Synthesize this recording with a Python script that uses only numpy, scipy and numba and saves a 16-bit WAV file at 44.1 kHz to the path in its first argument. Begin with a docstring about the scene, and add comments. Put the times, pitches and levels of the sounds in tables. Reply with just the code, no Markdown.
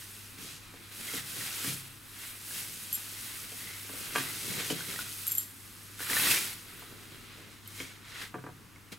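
"""A hallway at home: foil tinsel is lifted, gathered and dropped close to a small stereo microphone.
Showers of tiny contacts, filtered bright, make the ticking strips; darker grains scrape and rumble over
cardboard and wrapped boxes. Struck modes make a metal bracelet chink, the box knock under a hand and
creases snap, with a short hall tail. Mains hum and room air lie underneath."""
import sys
import numpy as np
from scipy import signal
from scipy.fft import rfft, irfft, next_fast_len
from scipy.io import wavfile
from scipy.ndimage import uniform_filter1d
from numba import njit

SR = 44100
rng = np.random.default_rng(int(sys.argv[2]) if len(sys.argv) > 2 else 0)


def master_out(mix):
    """Clip the mix to full scale and print it as 16-bit PCM to the path in sys.argv[1]."""
    frames = np.transpose(np.atleast_2d(mix))
    ceiling = np.clip(frames, -1, 1)
    pcm = np.round(ceiling * 32767).astype(np.int16)
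    wavfile.write(sys.argv[1], SR, pcm)


N = 396018

# tone of the foil strips: f/Hz, level per Hz/dB
FOIL_TONE = [(1500, -41), (2500, -3.5), (4000, -3), (6000, -1.5), (8500, -2), (12000, -7.5), (16000, -18)]
# how hard the garland is moved, one curve per spell of handling: t/s, level of the foil strips/dB
HANDLING = [
    [(0.0, -55.5), (0.366, -61), (0.418, -52.5), (0.522, -52.5), (0.6, -61), (0.792, -65.5), (0.85, -62)],
    [(0.85, -63), (0.906, -63), (0.924, -56.5), (1.178, -44.5), (1.232, -52.5), (1.42, -45), (1.5, -47)],
    [(1.5, -47.5), (1.688, -43.5), (1.748, -48.5), (1.814, -56.5), (2.018, -65.5), (2.276, -53.5),
     (2.4, -59)],
    [(2.4, -56.5), (2.58, -46.5), (2.726, -53), (3.376, -51), (3.396, -52.5), (3.748, -53), (3.85, -53)],
    [(3.85, -55), (3.994, -50), (4.116, -51), (4.182, -44.5), (4.28, -49), (4.434, -46.5), (4.45, -48)],
    [(4.45, -46), (4.698, -46), (4.708, -43.5), (4.734, -48.5), (4.862, -51), (4.902, -47), (4.98, -50)],
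    [(5.02, -45.5), (5.034, -50), (5.262, -51), (5.268, -48.5), (5.394, -52.5), (5.49, -62.5), (5.97, -60)],
    [(5.97, -60), (6.014, -48.5), (6.08, -47.5), (6.104, -43), (6.3, -36.5)],
    [(6.3, -35), (6.316, -30.5), (6.322, -33), (6.636, -61), (6.862, -61.5), (6.9, -63.5)],
    [(7.4, -65.5), (7.484, -68), (7.528, -64), (7.618, -71), (7.67, -64), (7.814, -51.5), (8.0, -69)],
    [(8.0, -72), (8.092, -61), (8.222, -51), (8.338, -75), (8.906, -86), (8.924, -54), (8.98, -80)],
]
# side level for all layers but the hum, with a gap near 7 kHz, before any trim: f/Hz, side re mid/dB
SIDE_LEVEL = [(60, -6), (110, -6.5), (200, -5.5), (500, -7), (1000, -7), (2400, -7), (4000, -6), (5500, -6),
              (7000, -48), (8500, -12), (11000, -8.5), (15000, -6.5)]


def undb(db):
    """Level in dB to amplitude."""
    return 10 ** (np.asarray(db) / 20)


def colour(x, table, sign=1):
    """Equalise by a table of f/Hz and level/dB, joined on a log frequency axis; sign scales the dB."""
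    hz, db = np.transpose(table)
    size = next_fast_len(N)
    bin_hz = np.maximum(np.arange(size // 2 + 1) * SR / size, 1)
    gain = undb(sign * np.interp(np.log(bin_hz), np.log(hz), db))
    return irfft(rfft(x, size) * gain, size)[..., :N]


def unit(x, lo_hz, hi_hz):
    """Scale all channels so that the band lo-hi of the first has rms 1."""
    sos = signal.butter(4, [lo_hz, hi_hz], "band", fs=SR, output="sos")
    band = signal.sosfilt(sos, x)
    return x / np.sqrt(np.mean(band[0] ** 2))


def walk(rate):
    """Random drift: new values 'rate' times a second, joined and smoothed."""
    knots = rng.standard_normal(size=N // 256)
    joined = np.interp(np.arange(N) * rate / SR, np.arange(len(knots)), knots)
    return uniform_filter1d(joined, int(SR / rate / 2))


def curve(table):
    """Columns of a time table, one value per sample."""
    s, *columns = np.vstack(table).T
    return [np.interp(np.arange(N) / SR, s, column) for column in columns]


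def grains(rate, spread_db, patchy_db, patch_rate):
    """Mid and side of a shower of tiny contacts; a few are much bigger, and they come in patches."""
    hit = rng.random((2, N)) < rate / SR
    size = undb(spread_db * rng.exponential(size=(2, N))) * rng.standard_normal((2, N))
    return hit * size * undb(patchy_db * walk(patch_rate))


def ring(push, hz, t60):
    """One decaying mode with a unit answer to a unit push."""
    r = np.exp(-np.log(1000) / (t60 * SR))
    w = 2 * np.pi * hz / SR
    return signal.lfilter([0, np.sin(w)], [1, -2 * r * np.cos(w), r * r], push)


def strike(times, db, modes, scatter_db):
    """Blows ring modes (f/Hz, t60/s) at db[blow, mode]; shares and signs are drawn at random for each blow."""
    luck = rng.standard_normal((len(times), len(modes), 2))
    gain = undb(db + scatter_db * luck[..., 0]) * np.sign(luck[..., 1])
    push = np.zeros((len(modes), N))
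    push[:, (times * SR).astype(int)] = gain.T
    return sum(ring(p, *mode) for p, mode in zip(push, modes))


def background():
    """Room air and microphone hiss as coloured noise, and a hum at twice the mains rate."""
    # tone of air and hiss: f/Hz, level per Hz/dB
    air_tone = [(22, -11), (31, 0.5), (42, -6), (80, -6.5), (125, -4.5), (300, -6), (420, -13), (630, -22),
                (1200, -12), (2000, -15), (4800, -22.5), (12500, -23), (16000, -28)]
    air_db, hum_hz, hum_db = -56, 100.6, -59
    noise = unit(colour(rng.standard_normal((2, N)), air_tone), 120, 16000)
    mid, side = noise * undb(air_db + 0.6 * walk(2.4))
    hum_level = np.sqrt(2) * undb(hum_db + 2.1 * walk(7.6))
    hum_phase = 2 * np.pi * hum_hz * np.arange(N) / SR + 0.39 * walk(3.35)
    hum = hum_level * np.sin(hum_phase)
    return np.array([mid + hum, colour(side, SIDE_LEVEL) + undb(-23.5) * hum])


@njit
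def hollow(x, hz, width):
    """Band-pass whose centre moves: a state-variable resonator, width in Hz."""
    y, band, low = np.empty(len(x)), 0., 0.
    for i in range(len(x)):
        g, k = np.tan(np.pi * hz[i] / SR), width / hz[i]
        v = (band + g * (x[i] - low)) / (1 + g * (g + k))
        band, low, y[i] = 2 * v - band, low + 2 * g * v, k * v
    return y


def flutter(lo_hz, hi_hz, t60, swell_db, count):
    """Creases of many sizes ring briefly at their own pitches, each coming and going."""
    pitches = np.geomspace(lo_hz, hi_hz, count) * (1 + 0.036 * rng.standard_normal(count))
    return sum(ring(grains(900, 1.15, swell_db, 9), hz, t60) for hz in pitches)


def tinsel():
    """Strips tick in the treble, the bunch scrapes in the middle and shakes the box below."""
    # tones of the thinnest strips, the scraping and the box rumble: f/Hz, level per Hz/dB
    thin_tone = [(6000, -23), (8000, -5.5), (11000, -2), (15000, -6.5), (16000, -10)]
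    scrape_tone = [(500, -16), (900, -9), (1400, -4.5), (1900, -2.5), (2600, -5.5), (3600, -3.5),
                   (5000, -9.5), (7000, -35)]
    rumble_tone = [(80, -43.5), (115, 1), (140, -1), (260, -2.5), (420, -3.5), (600, -12.5), (900, -25.5),
                   (1500, -27)]
    # held in the air the thinnest strips stand out, dragged over the boxes the bunch scrapes and rumbles:
    # t/s, then re foil strips: thinnest strips/dB, scraping before hollow and creases/dB, box rumble/dB
    contact = [(0, 0.5, -3.5, -15), (.35, 1, -0.5, -9), (.56, -9, -0.5, -2.5), (.8, 1, 6, -6),
               (1.0, 1, 1.5, -2), (1.45, -1.5, -1.5, -9), (1.7, 0.5, 0.5, -6.5), (2.2, 4, 2.5, -6.5),
               (2.6, 1.5, -2.5, -13), (3.5, 1.5, -1, -10), (4.1, 1, 1.5, -4), (4.25, -0.5, 4.5, -4.5),
               (4.4, 1, -3.5, -6.5), (4.58, 0.5, 2, 4), (4.68, -0.5, -1.5, -10), (4.74, -1.5, 3, 8),
               (4.86, 1, 2, -7.5), (5.1, 0.5, -2.5, -6), (5.45, 5, -3.5, -13), (5.95, -0.5, 0, -14),
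               (6.2, 5, 4.5, -7), (6.35, -1.5, -1, -11.5), (6.8, 3, 5.5, 0.5), (7.45, -5, 8, 7),
               (7.75, -1, -1.5, -3.5), (8.05, -20, 8.5, 3), (8.25, -3, 6.5, -10), (8.6, -8, 3, 14),
               (8.98, -9, 5.5, 5)]
    (foil_db,) = curve(HANDLING)
    thin_db, scrape_db, rumble_db = curve(contact)

    foil = unit(colour(grains(12000, 0.33, 1.0, 30), FOIL_TONE), 4540, 6990)
    thin = unit(colour(grains(12000, 0.92, 1.0, 30), thin_tone), 9100, 11620)
    rub = unit(colour(grains(5000, 0.61, 2.0, 25), scrape_tone), 760, 5900)

    # the air pocket under the bunch: centre wanders, level flickers re scraping
    hollow_hz = 2260 * (1 + 0.12 * walk(5))
    hollow_db = -11 + 3.5 * walk(8)
    pocket = np.array([hollow(channel, hollow_hz, 260.0) for channel in rub])
    creases = unit(flutter(1273, 4237, 0.022, 2.9, count=10), 930, 4760)
    scrape = rub + undb(hollow_db) * unit(pocket, 1200, 3900) + undb(-3.5) * creases

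    rumble = unit(colour(grains(1200, 1.2, 3.5, 16), rumble_tone), 90, 910)
    bunch = foil + undb(thin_db) * thin + undb(scrape_db) * scrape + undb(rumble_db) * rumble
    mid, side = undb(foil_db) * bunch
    return np.array([mid, colour(side, SIDE_LEVEL)])


def box():
    """A blow rings modes near its thud and wall pitches and booms in the surface; moving foil crackles."""
    # knocks, before the mode levels:
    # t/s, thud/dB, thud centre f/Hz, wall re thud/dB, wall centre f/Hz, boom re thud/dB
    knock_table = [(0.387, -50, 218, -12, 1820, -10), (0.738, -52.5, 365, -9, 1730, -20),
                   (1.136, -41, 300, -14, 2400, -12), (1.15, -42, 260, -14, 2000, -7),
                   (1.644, -41, 234, -7.5, 1850, -25), (1.673, -42.5, 203, -7, 3100, 5),
                   (3.518, -51, 396, -5, 3070, -11), (3.893, -47.5, 318, -9, 1370, -13),
                   (3.935, -46.5, 350, -21, 2480, -15), (4.152, -42, 283, 1.5, 1510, -16),
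                   (4.159, -38, 290, 3.5, 1710, -18), (4.181, -43, 280, 3, 1540, -5),
                   (4.599, -44, 358, -2, 2440, -6), (4.702, -32.5, 360, -12, 2970, -17),
                   (4.718, -37.5, 248, -16, 1390, -3), (6.004, -47.5, 302, -1, 1800, -15),
                   (6.107, -43, 332, -5, 1690, -10), (6.245, -41.5, 266, -8, 2920, -23),
                   (6.82, -56.5, 293, -2, 982, -8), (7.382, -56, 415, -15, 2330, -14),
                   (7.802, -43, 296, -5.5, 2380, -12), (8.342, -37.5, 264, -8.5, 1110, -23),
                   (8.353, -38, 270, -14, 1110, -10), (8.384, -48, 304, -9, 1200, -2),
                   (8.439, -44, 278, -11, 1170, -17), (8.465, -42.5, 266, -8, 1130, -8),
                   (8.489, -47.5, 221, -7, 961, -8), (8.92, -50.5, 277, -12, 2090, -10)]
    # modes of the cardboard box: f/Hz, level/dB, t60/s
    box_modes = [(196, -2.5, 0.13), (273, 0, 0.15), (328, -2.5, 0.097), (407, -8.5, 0.053),
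                 (426.5, -1.5, 0.15), (485, 0, 0.11), (543, -1, 0.06), (638, 2.5, 0.044), (731, 3, 0.089),
                 (895, 2, 0.065), (990, 4.5, 0.085), (1110, -0.5, 0.091), (1173, 6.5, 0.073),
                 (1270, 1, 0.046), (1425, 4, 0.036), (1563, 6, 0.078), (1650, 2, 0.11), (1800, 0, 0.081),
                 (1920, 0, 0.047), (2060, 0, 0.042), (2300, 6, 0.035), (2480, 5, 0.076), (2790, 1, 0.055),
                 (2800, 4, 0.042), (3100, 2, 0.066), (3200, 11, 0.043), (3620, -3, .04)]
    # modes of the surface under the box: f/Hz, t60/s
    surface_modes = [(132, 0.79), (165, 0.52)]
    jolt_db, jolt_s = 1.5, 0.012  # flare of the foil re foil strips, decay time constant

    s, db, thud_hz, wall_db, wall_hz, boom_db = np.transpose(knock_table)[..., None]
    times = s[:, 0]
    modes = np.array(box_modes)
    octave = np.log2(modes[:, 0])
    # modes drop off with the square of their distance in octaves
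    thud = undb(db - 9.6 * (octave - np.log2(thud_hz)) ** 2)
    wall = undb(db + wall_db - 10.0 * (octave - np.log2(wall_hz)) ** 2)
    mode_db = 20 * np.log10(thud + wall) + modes[:, 1]
    knock = strike(times, mode_db, modes[:, ::2], 0.81)
    knock = knock + strike(times, db + boom_db - [0, 4], surface_modes, 1.4)
    # high-pass: little deep bass in the knocks
    knock = signal.sosfilt(signal.butter(4, 105, "high", fs=SR, output="sos"), knock)

    t = np.arange(N) / SR
    jolt = sum(np.exp(-np.maximum(t - t0, 0) / jolt_s) * (t > t0) for t0 in times)
    crackle = unit(colour(rng.standard_normal((1, N)), FOIL_TONE), 3950, 8000)[0]
    return knock + jolt * undb(curve(HANDLING)[0] + jolt_db) * crackle


def snaps():
    """A crease pops: a short ring at its own pitch and an equally strong bright tick."""
    # single foil snaps: t/s, level of ring and of tick/dB, pitch f/Hz
    snap_table = [(1.0864, -35, 2060), (1.4094, -33, 1890), (1.5064, -37.5, 2750), (2.5088, -37.5, 1635),
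                  (4.6094, -36.5, 2240), (4.7015, -25.5, 3000), (4.807, -33.5, 1540), (4.9406, -37, 1370),
                  (4.9604, -32, 1910), (4.9907, -27.5, 1450), (5.995, -37, 1500), (6.028, -32, 1800),
                  (6.0695, -34, 1380), (6.099, -26, 1790), (6.133, -25, 2030), (6.168, -19.5, 1800),
                  (6.1983, -23, 2650), (6.271, -22.5, 1930), (6.3129, -20.5, 2630), (6.3452, -33, 3100),
                  (6.374, -25, 2400), (7.66, -47, 3070), (7.802, -32, 2230), (8.216, -34, 1680),
                  (8.76, -46.5, 2170)]
    out = np.zeros(N)
    push = np.arange(SR // 20) == 0
    for s, db, hz in snap_table:
        pop = ring(push, hz, 0.029) + ring(push, 5500, 0.0019)
        out[int(s * SR):][:len(push)] += undb(db) * pop
    return out


def bracelet():
    """Small links strike each other and ring; each contact favours other links."""
    # chinks: t/s, main link/dB, then re main: low link/dB, middle link/dB, top link/dB, tick/dB
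    chink_table = [(2.928, -22.5, -18, -11, -22, 1), (2.938, -25, -16, -12, -22, -14),
                   (2.944, -28, -6, -5, -22, -14), (2.952, -26, -7, -7, -20, -14),
                   (5.269, -39, -8, -10, 0, 24), (5.275, -25, -13, -14, -18, -14),
                   (5.279, -21, -19, -18, -18, -10), (5.312, -37, 6, -4, -10, 4),
                   (5.319, -22.5, -12, -13, -7, 10), (5.327, -42, 5, -12, 3, -10),
                   (5.3518, -25.5, -16, -19, -16, -6), (5.374, -30, -9, -16, -16, -3),
                   (5.382, -15.5, -9, -20, -22, -12), (5.397, -34, -8, -14, -16, -12),
                   (5.426, -43, -11, -2, -16, -14), (6.795, -51, -12, -12, 8, 4),
                   (7.676, -40, -20, -7, -8, 14)]
    # modes of the main, low, middle, high and top links and of the tick of contact: f/Hz, level/dB, t60/s
    link_modes = [
        [(11580, -11, .04), (11790, 0, .032), (11770, -15, .17)],
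        [(3230, -14, .03), (7385, 0, .06), (7600, -6, .1)],
        [(9090, -2, .09)],
        [(13100, 0, .045)],
        [(13750, 0, .04)],
        [(12500, 0, .0015), (8000, -5, .0015)],
    ]
    s, main_db, low_db, middle_db, top_db, tick_db = np.transpose(chink_table)
    high_db = -12.5
    out = np.zeros(N)
    for share_db, modes in zip([0, low_db, middle_db, high_db, top_db, tick_db], link_modes):
        modes = np.array(modes)
        out += strike(s, (main_db + share_db)[:, None] + modes[:, 1], modes[:, ::2], 0.57)
    return out


def hall(x):
    """Add a short diffuse tail of decaying noise, unrelated in mid and side."""
    t60_s, tail_db, side_trim_db = 0.27, -9, 2.5
    t = np.arange(SR // 2) / SR
    decay = np.exp(-np.log(1000) * t / t60_s) * (t > .004)  # silent for the first 4 ms
    tail = rng.standard_normal((2, len(t))) * decay
    tail = tail / np.sqrt(np.sum(tail[0] ** 2))
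    wet = signal.fftconvolve(x[None], tail, axes=1)[:, :N] * undb(tail_db)
    return np.array([x + wet[0], colour(wet[1], SIDE_LEVEL) * undb(side_trim_db)])


def scene():
    """Sum the layers as mid and side, then turn them into left and right."""
    mid, side = tinsel() + hall(bracelet() + box() + snaps()) + background()
    return np.array([mid + side, mid - side])


def record(dry):
    """The left microphone port takes more bass; the top is cut at 15.8 kHz."""
    # bass tilt, scaled up on the left and down on the right: f/Hz, level before scaling/dB
    bass_tilt = [(30, 1.5), (300, 2), (600, 0)]
    left = colour(dry[0], bass_tilt, sign=0.35)
    right = colour(dry[1], bass_tilt, sign=-0.47)
    top_cut = signal.ellip(12, .2, 95, 15800, fs=SR, output="sos")
    return signal.sosfilt(top_cut, np.array([left, right]))


dry = scene()
out = record(dry)
master_out(out)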